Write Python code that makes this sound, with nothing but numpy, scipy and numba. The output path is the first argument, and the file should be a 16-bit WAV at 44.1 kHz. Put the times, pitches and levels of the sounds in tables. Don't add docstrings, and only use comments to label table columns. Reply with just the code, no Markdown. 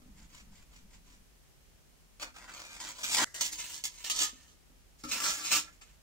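import sys
import numpy as np
from scipy import signal
from scipy.fft import rfft, irfft
from scipy.io import wavfile
from scipy.ndimage import uniform_filter1d
from numba import njit

SR = 44100
rng = np.random.default_rng(int(sys.argv[2]) if len(sys.argv) > 2 else 0)


def master(y):
    cut = np.clip(np.atleast_2d(y).T, -1, 1)
    pcm = np.round(cut * 32767)
    wavfile.write(sys.argv[1], SR, pcm.astype(np.int16))


N = 265482
T = np.arange(N) / SR
RING = np.arange(16384) / SR
BREAK_S = 3.245


# start in seconds, end in seconds.
DAB_S, PRESS_S, WIPE_S, DRAW_S, CLEAN_S = (2.1, 2.78), (2.78, 3.3), (3.3, 4.03), (4.03, 4.9), (4.9, 5.8)
# frequency in Hz, bandwidth in Hz, relative level in dB.
DAB_BLADE = [(660, 230, 1), (910, 73, -4.5), (1200, 120, -1), (1580, 44, -20), (2480, 170, 6),
             (4510, 39, 7)]
PRESS_BLADE = [(630, 140, -1.5), (984, 260, 1.5), (1670, 73, 0), (1910, 54, -1), (2340, 120, -1),
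               (7570, 370, -6.5)]
WIPE_BLADE = [(975, 22, 9.5), (1710, 67, 10), (2040, 110, -3), (3030, 110, -5), (6500, 240, -7.5),
              (7180, 110, -5.5)]
DRAW_BLADE = [(933, 59, -3), (1247, 36, 11.5), (1785, 58, 12), (3070, 260, -3), (6340, 290, -6),
              (7500, 150, -9)]
CLEAN_BLADE = [(900, 16, 0), (1192, 25, 7), (1353, 32, 5.5), (1700, 55, 5), (2420, 240, -1),
               (5350, 150, -0.5), (6800, 70, -4), (7460, 54, 0)]
# frequency in Hz, bandwidth in Hz, relative level in dB.
STACK_MODES = [(254.3, 7.1, 5), (307.3, 10.4, 12), (528, 14, -0.5), (882, 19, -11)]
# frequency in Hz, relative level in dB.
GRIT_SPECTRUM = [(300, -30), (1200, -14), (2300, -5), (3500, -2.5), (5000, -1), (6800, 3), (8000, -1),
                 (9500, -8.5), (11500, -14.5), (15000, -7.5)]
# frequency in Hz, relative level in dB.
DRAG_SPECTRUM = [(70, -15), (170, -7), (280, -5), (400, -9), (550, -5), (720, -6), (950, -0.5), (1500, 4.5),
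                 (2100, 0), (3200, -19), (8000, -55)]
# start in seconds, attack in seconds, hold in seconds,
# relative grit level in dB, low scrape relative to the grit in dB.
PUSHES = [ (2.196, 0.025, 0.0091, -46, -4.5), (2.237, .01, 0.034, -67.5, 8),
          (2.336, 0.031, 0.089, -59.5, 0.5), (2.475, 0.0055, 0.019, -58.5, 4.5),
          (2.484, 0.052, 0.17, -52, -3.5), (2.709, 0.019, 0.059, -53.5, -4.5),
          (2.798, 0.0041, 0.11, -45.5, -7.5), (2.946, .045, 0.025, -49, -7.5),
          (3.029, 0.0043, 0.037, -39.5, -10.5), (3.087, 0.062, 0.11, -31.5, -12),
          (3.164, 0.04, .045, -35.5, 0.5), (3.340, 0.0034, 0.077, -47, -14),
          (3.407, 0.0034, .014, -33.5, -13), (3.443, 0.0037, 0.021, -39.5, -15.5),
          (3.514, 0.011, 0.03, -45, -14.5), (3.575, 0.0096, 0.078, -45, -12.5),
          (3.673, .025, 0.086, -45, -13.5), (3.838, 0.0015, 0.022, -39.5, -15),
          (3.906, 0.097, 0.032, -53.5, -12.5), (4.04, .004, .028, -38.5, -13.5),
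          (4.098, 0.0018, 0.0083, -33, -16.5), (4.139, 0.027, 0.034, -36.5, -14),
          (4.186, 0.03, 0.03, -32.5, -12.5), (4.308, .03, 0.18, -63, -10), (4.985, 0.0037, 0.023, -63, -13),
          (5.035, 0.0026, 0.012, -49.5, -6), (5.077, 0.019, .02, -44, -9.5),
          (5.113, 0.0047, .022, -34.5, -8.5), (5.150, 0.011, 0.024, -40, -6.5),
          (5.199, 0.0034, 0.062, -39, -8), (5.216, 0.041, 0.044, -34, -7.5),
          (5.305, 0.021, .1, -42.5, -7.5), (5.428, 0.021, 0.067, -39, -11), (5.506, 0.013, 0.052, -28, -11),
          (5.627, 0.014, 0.045, -66.5, 4.5), ]


def trowel(stroke_s, modes, top_db, spread_db, judder_db, wander):
    first, last = stroke_s
    pushes = [push for push in PUSHES if first <= push[0] < last]
    span = (T >= pushes[0][0]) & (T < last + 0.15)
    t = T[span]
    grit = effort(push[:4] for push in pushes)[span]
    scrapes = [(start, attack, hold, db + drag_db) for start, attack, hold, db, drag_db in pushes]
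    drag = effort(scrapes)[span] / grit

    sand = grains(len(t), rate=7000, spread_db=spread_db, judder_db=judder_db, judder_rate=300)
    excitation = sand * grit + catches(t) * (t < last)
    blade = resonate(excitation, modes, wander)
    crackle_tone = colour([(5000, 0.0091), (14000, top_db)])
    edge = convolve(blade, convolve(unit(colour(GRIT_SPECTRUM)), crackle_tone))
    body = convolve(blade * drag, unit(colour(DRAG_SPECTRUM)))
    out = np.zeros(N)
    out[span] = edge + resonate(body, STACK_MODES, wander=0)
    return out


# time in seconds, relative peak level in dB.
CATCHES = [(2.1986, -37), (2.2174, -36), (2.5386, -36), (2.6188, -34.5), (2.803, -33), (3.042, -23),
           (3.147, -16.5), (3.344, -30.5), (3.4105, -16), (3.8536, -23), (4.0989, -16.5), (4.104, -23),
           (4.203, -23), (4.2166, -22), (5.1144, -25), (5.2029, -22), (5.24, -21), (5.525, -15)]


def catches(t, snap_db=2.0, crumbs_db=-15.0, crumbs_s=0.0047):
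    snaps = np.zeros(len(t))
    for start, db in CATCHES:
        if t[0] <= start <= t[-1]:
            snaps[np.searchsorted(t, start)] += undb(db)
    decay = convolve(snaps, np.exp(-RING / crumbs_s))
    crumbs = decay * grains(len(t), rate=4600, spread_db=0.5, judder_db=5, judder_rate=340)
    return undb(snap_db) * 2 * snaps + undb(crumbs_db) * crumbs


# frequency in Hz, bandwidth in Hz, relative level in dB.
SING_MODES = [(1670, 15, 3), (1914, 47, 1), (2017, 44, 0), (6640, 1800, -10)]
# start in seconds, attack in seconds, hold in seconds, relative level in dB.
SINGS = [(3.247, 0.0034, .025, -53), (3.29, 0.011, 0.039, -63), (3.338, 0.0096, 0.14, -49)]


def singing_blade():
    loose_grit = rng.standard_normal(N) * effort(SINGS)
    return convolve(loose_grit, unit(ring(SING_MODES)))


# time in seconds, thud level in dB, clink level in dB.
KNOCKS = [(0.02, -31, -42), (.06, -30, -55), (2.198, -41, -40), (2.218, -35, -40), (4.331, -27.5, -58),
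          (4.702, -35.5, -56), (5.039, -18, -21), (5.052, -14, -23), (5.815, -54, -38)]
# frequency in Hz, bandwidth in Hz, relative level in dB.
THUD_MODES = [(146, 23, -49), (256.4, 9.9, 3), (298, 6.2, -0.5), (413, 42, -18.5), (548, 16, -14.5)]
# frequency in Hz, bandwidth in Hz, relative level in dB.
CLINK_MODES = [(1240, 15, 6), (1325, 22, 6), (1840, 31, -29), (2320, 94, -6), (3820, 130, -31),
               (5250, 1600, -16)]


def knocks():
    blows = np.zeros((2, N))
    for start, thud_db, clink_db in KNOCKS:
        blows[:, int(start * SR)] = undb([thud_db, clink_db])
    thuds = convolve(blows[0], unit(ring(THUD_MODES)))
    clinks = convolve(blows[1], unit(ring(CLINK_MODES)))
    return thuds + clinks


# start in seconds, attack in seconds, hold in seconds, relative level in dB.
RUBS = [(.155, 0.013, 0.088, -65.5), (.29, 0.068, 0.043, -57.5), (.51, 0.025, .09, -66),
        (.70, 0.049, 0.037, -63), (.903, 0.0068, 0.045, -64), (1.045, 0.048, 0.05, -65),
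        (5.722, 0.0068, 0.013, -63.5), (5.810, 0.0037, 0.0057, -56), (5.84, 0.022, 0.072, -68.5)]
# frequency in Hz, relative level in dB.
BED_SPECTRUM = [(300, -16), (750, -6), (1100, 2), (1500, 0), (2400, 2), (3500, -4.5), (5500, -1.5),
                (7500, 2.5), (10000, -18), (15000, -12)]
# frequency in Hz, relative level in dB.
LEAN_SPECTRUM = [(40, 11.5), (100, -5), (200, 0.5), (310, -5.5), (420, -38), (1000, -16), (4000, -60)]
LEAN_DB, LEAN_S, LEAN_SAG_DB_PER_S = -58, 1.22, 5


def bedding():
    rub = grains(N, rate=5400, spread_db=2.0, judder_db=2.5, judder_rate=130) * effort(RUBS)
    unsteady = rng.standard_normal(N) * undb(2 * walk(25.4, N))
    lean = unsteady * swell(0, 0, LEAN_S, LEAN_DB, LEAN_SAG_DB_PER_S)
    return convolve(rub, unit(colour(BED_SPECTRUM))) + convolve(lean, unit(colour(LEAN_SPECTRUM)))


def workshop(x, near_db=-1, near_t60=0.061, far_db=-11, far_t60=0.2, far_top_hz=7500):
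    decay = np.exp(-np.log(1000) * RING / far_t60)
    far = two_ears(len(RING), split_hz=230) * decay * np.minimum(RING / 0.0059, 1)
    far = signal.lfilter(*signal.butter(2, far_top_hz, fs=SR), far)
    out = undb(far_db) * np.array([convolve(x, unit(tail)) for tail in far])
    early = RING[:4096]
    for weight in contact_spots(len(x)):
        near = two_ears(len(early), split_hz=630) * np.exp(-np.log(1000) * early / near_t60)
        near = signal.lfilter(*signal.butter(1, 350, "high", fs=SR), near)
        for ear, lag in enumerate(rng.integers(0, 13, 2)):
            response = undb(near_db) * unit(near[ear])
            response[lag] += 1
            out[ear] += convolve(x * weight, response)
    return out


def contact_spots(size, count=6, spots_per_s=16):
    position = T[:size] * spots_per_s - np.arange(count)[:, None]
    offset = (position + count / 2) % count - count / 2
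    return np.cos(np.pi / 2 * np.clip(offset, -1, 1))


# frequency in Hz, relative level in dB.
AIR_SPECTRUM = [(12, -16), (20, -4.5), (46, -5.5), (62, -12), (119, -22), (148, -19.5), (266, -26.5),
                (324, -29.5), (372, -27), (452, -29.5), (505, -30), (1130, -35.5), (3170, -36), (3640, -38),
                (6360, -37), (15500, -44)]
AIR_DB = -61


def air(waver_db=1, low_cut_hz=37):
    noise = np.array([convolve(ear, colour(AIR_SPECTRUM)) for ear in two_ears(N, split_hz=52)])
    noise = signal.lfilter(*signal.butter(4, low_cut_hz, "high", fs=SR), noise)
    rumble = signal.lfilter(*signal.butter(2, 150, fs=SR), noise)
    noise = noise + rumble * (undb(waver_db * walk(7, N)) - 1)
    return noise / noise.std() * undb(AIR_DB)


def grains(size, rate, spread_db, judder_db, judder_rate):
    strength = undb(spread_db * np.minimum(rng.exponential(size=size), 4))
    snaps = rng.random(size) < rate / SR
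    sign = rng.choice([-1, 1], size)
    stick_slip = undb(judder_db * walk(judder_rate, size))
    x = snaps * strength * sign * stick_slip
    return x / x.std()


SWELL_DB, SAG_DB_PER_S, RELEASE_DB_PER_S = 10.5, 21, 388


def swell(start, attack, hold, db, sag=SAG_DB_PER_S):
    t = T - start
    attack = max(attack, 1 / SR)
    rise = SWELL_DB * np.minimum(t / attack - 1, 0)
    held = sag * np.clip(t - attack, 0, hold)
    release = RELEASE_DB_PER_S * np.maximum(t - attack - hold, 0)
    level_db = np.maximum(db + rise - held - release, -200)
    return undb(level_db) * (t >= 0)


def effort(pushes):
    return np.sqrt(sum(swell(*push) ** 2 for push in pushes))


def ring(modes):
    partials = [undb(db) * width * np.exp(-np.pi * width * RING) * np.sin(2 * np.pi * hz * RING)
                for hz, width, db in modes]
    return sum(partials)


def resonate(x, modes, wander):
    drift = np.exp(wander * walk(8.8, len(x)))
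    return x + sum(undb(db) * band(x, hz * drift, float(width)) for hz, width, db in modes)


@njit
def band(x, hz, width):
    y, b, low = np.empty(len(x)), 0., 0.
    for i in range(len(x)):
        g, k = np.tan(np.pi * hz[i] / SR), width / hz[i]
        v = (b + g * (x[i] + 1e-18 - low)) / (1 + g * (g + k))
        b, low, y[i] = 2 * v - b, low + 2 * g * v, k * v
    return y


def colour(points, size=4096):
    hz, db = np.transpose(points)
    bins = np.maximum(np.arange(size // 2 + 1) * SR / size, 1)
    gain = undb(np.interp(np.log(bins), np.log(hz), db))
    cepstrum = irfft(np.log(gain))
    cepstrum[1:size // 2] *= 2
    cepstrum[size // 2 + 1:] = 0
    return irfft(np.exp(rfft(cepstrum)))


def two_ears(size, split_hz):
    mid, side = rng.standard_normal((2, size))
    side = signal.lfilter(*signal.butter(1, split_hz, "high", fs=SR), side)
    return np.array([mid + side, mid - side]) / np.sqrt(2)


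def walk(rate, size):
    hold = max(int(SR / rate), 1)
    steps = np.repeat(rng.standard_normal(size // hold + 1), hold)[:size]
    return uniform_filter1d(steps, hold) * np.sqrt(3 / 2)


def convolve(x, response):
    return signal.oaconvolve(x, response)[:len(x)]


def unit(response):
    return response / np.sqrt(np.sum(response ** 2))


def undb(db):
    return np.exp(np.asarray(db) * np.log(10) / 20)


# frequency in Hz, relative level in dB.
LEFT_PORT = [(1200, -1.5), (2200, 1), (3100, -1.5), (4500, 0), (6000, -7.5), (7000, 1), (8000, 3),
             (9500, 1), (12000, -1.5), (15000, -13)]
RIGHT_PORT = [(1200, -2.5), (2200, 1), (3100, 6), (4500, 2), (6400, 3), (7300, -3), (8200, -10.5),
              (9500, -2.5), (12000, 2), (15000, -1.5)]


def scene():
    dab = trowel(DAB_S, DAB_BLADE, top_db=-1, spread_db=5.5, judder_db=2.0, wander=0.03)
    press = trowel(PRESS_S, PRESS_BLADE, top_db=0.0, spread_db=5.0, judder_db=1.0, wander=0.0063)
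    press = press * (T < BREAK_S)
    wipe = trowel(WIPE_S, WIPE_BLADE, top_db=3.0, spread_db=5.0, judder_db=2, wander=0.0069)
    draw = trowel(DRAW_S, DRAW_BLADE, top_db=-0.5, spread_db=4.5, judder_db=1.0, wander=0.0086)
    clean = trowel(CLEAN_S, CLEAN_BLADE, top_db=1.5, spread_db=3.0, judder_db=0.26, wander=0.0068)
    sources = bedding() + dab + press + wipe + draw + clean + singing_blade() + knocks()

    parts = np.split(sources, [int(BREAK_S * SR)])
    work = np.hstack([workshop(part) for part in parts])
    ears = [convolve(ear, colour(port)) for ear, port in zip(work, (LEFT_PORT, RIGHT_PORT))]
    return np.array(ears) + air()


def record(dry):
    top_hz = 15700
    low_pass = signal.ellip(10, 0.2, 80, top_hz, fs=SR, output="sos")
    return signal.sosfilt(low_pass, dry)


dry = scene()
out = record(dry)
master(out)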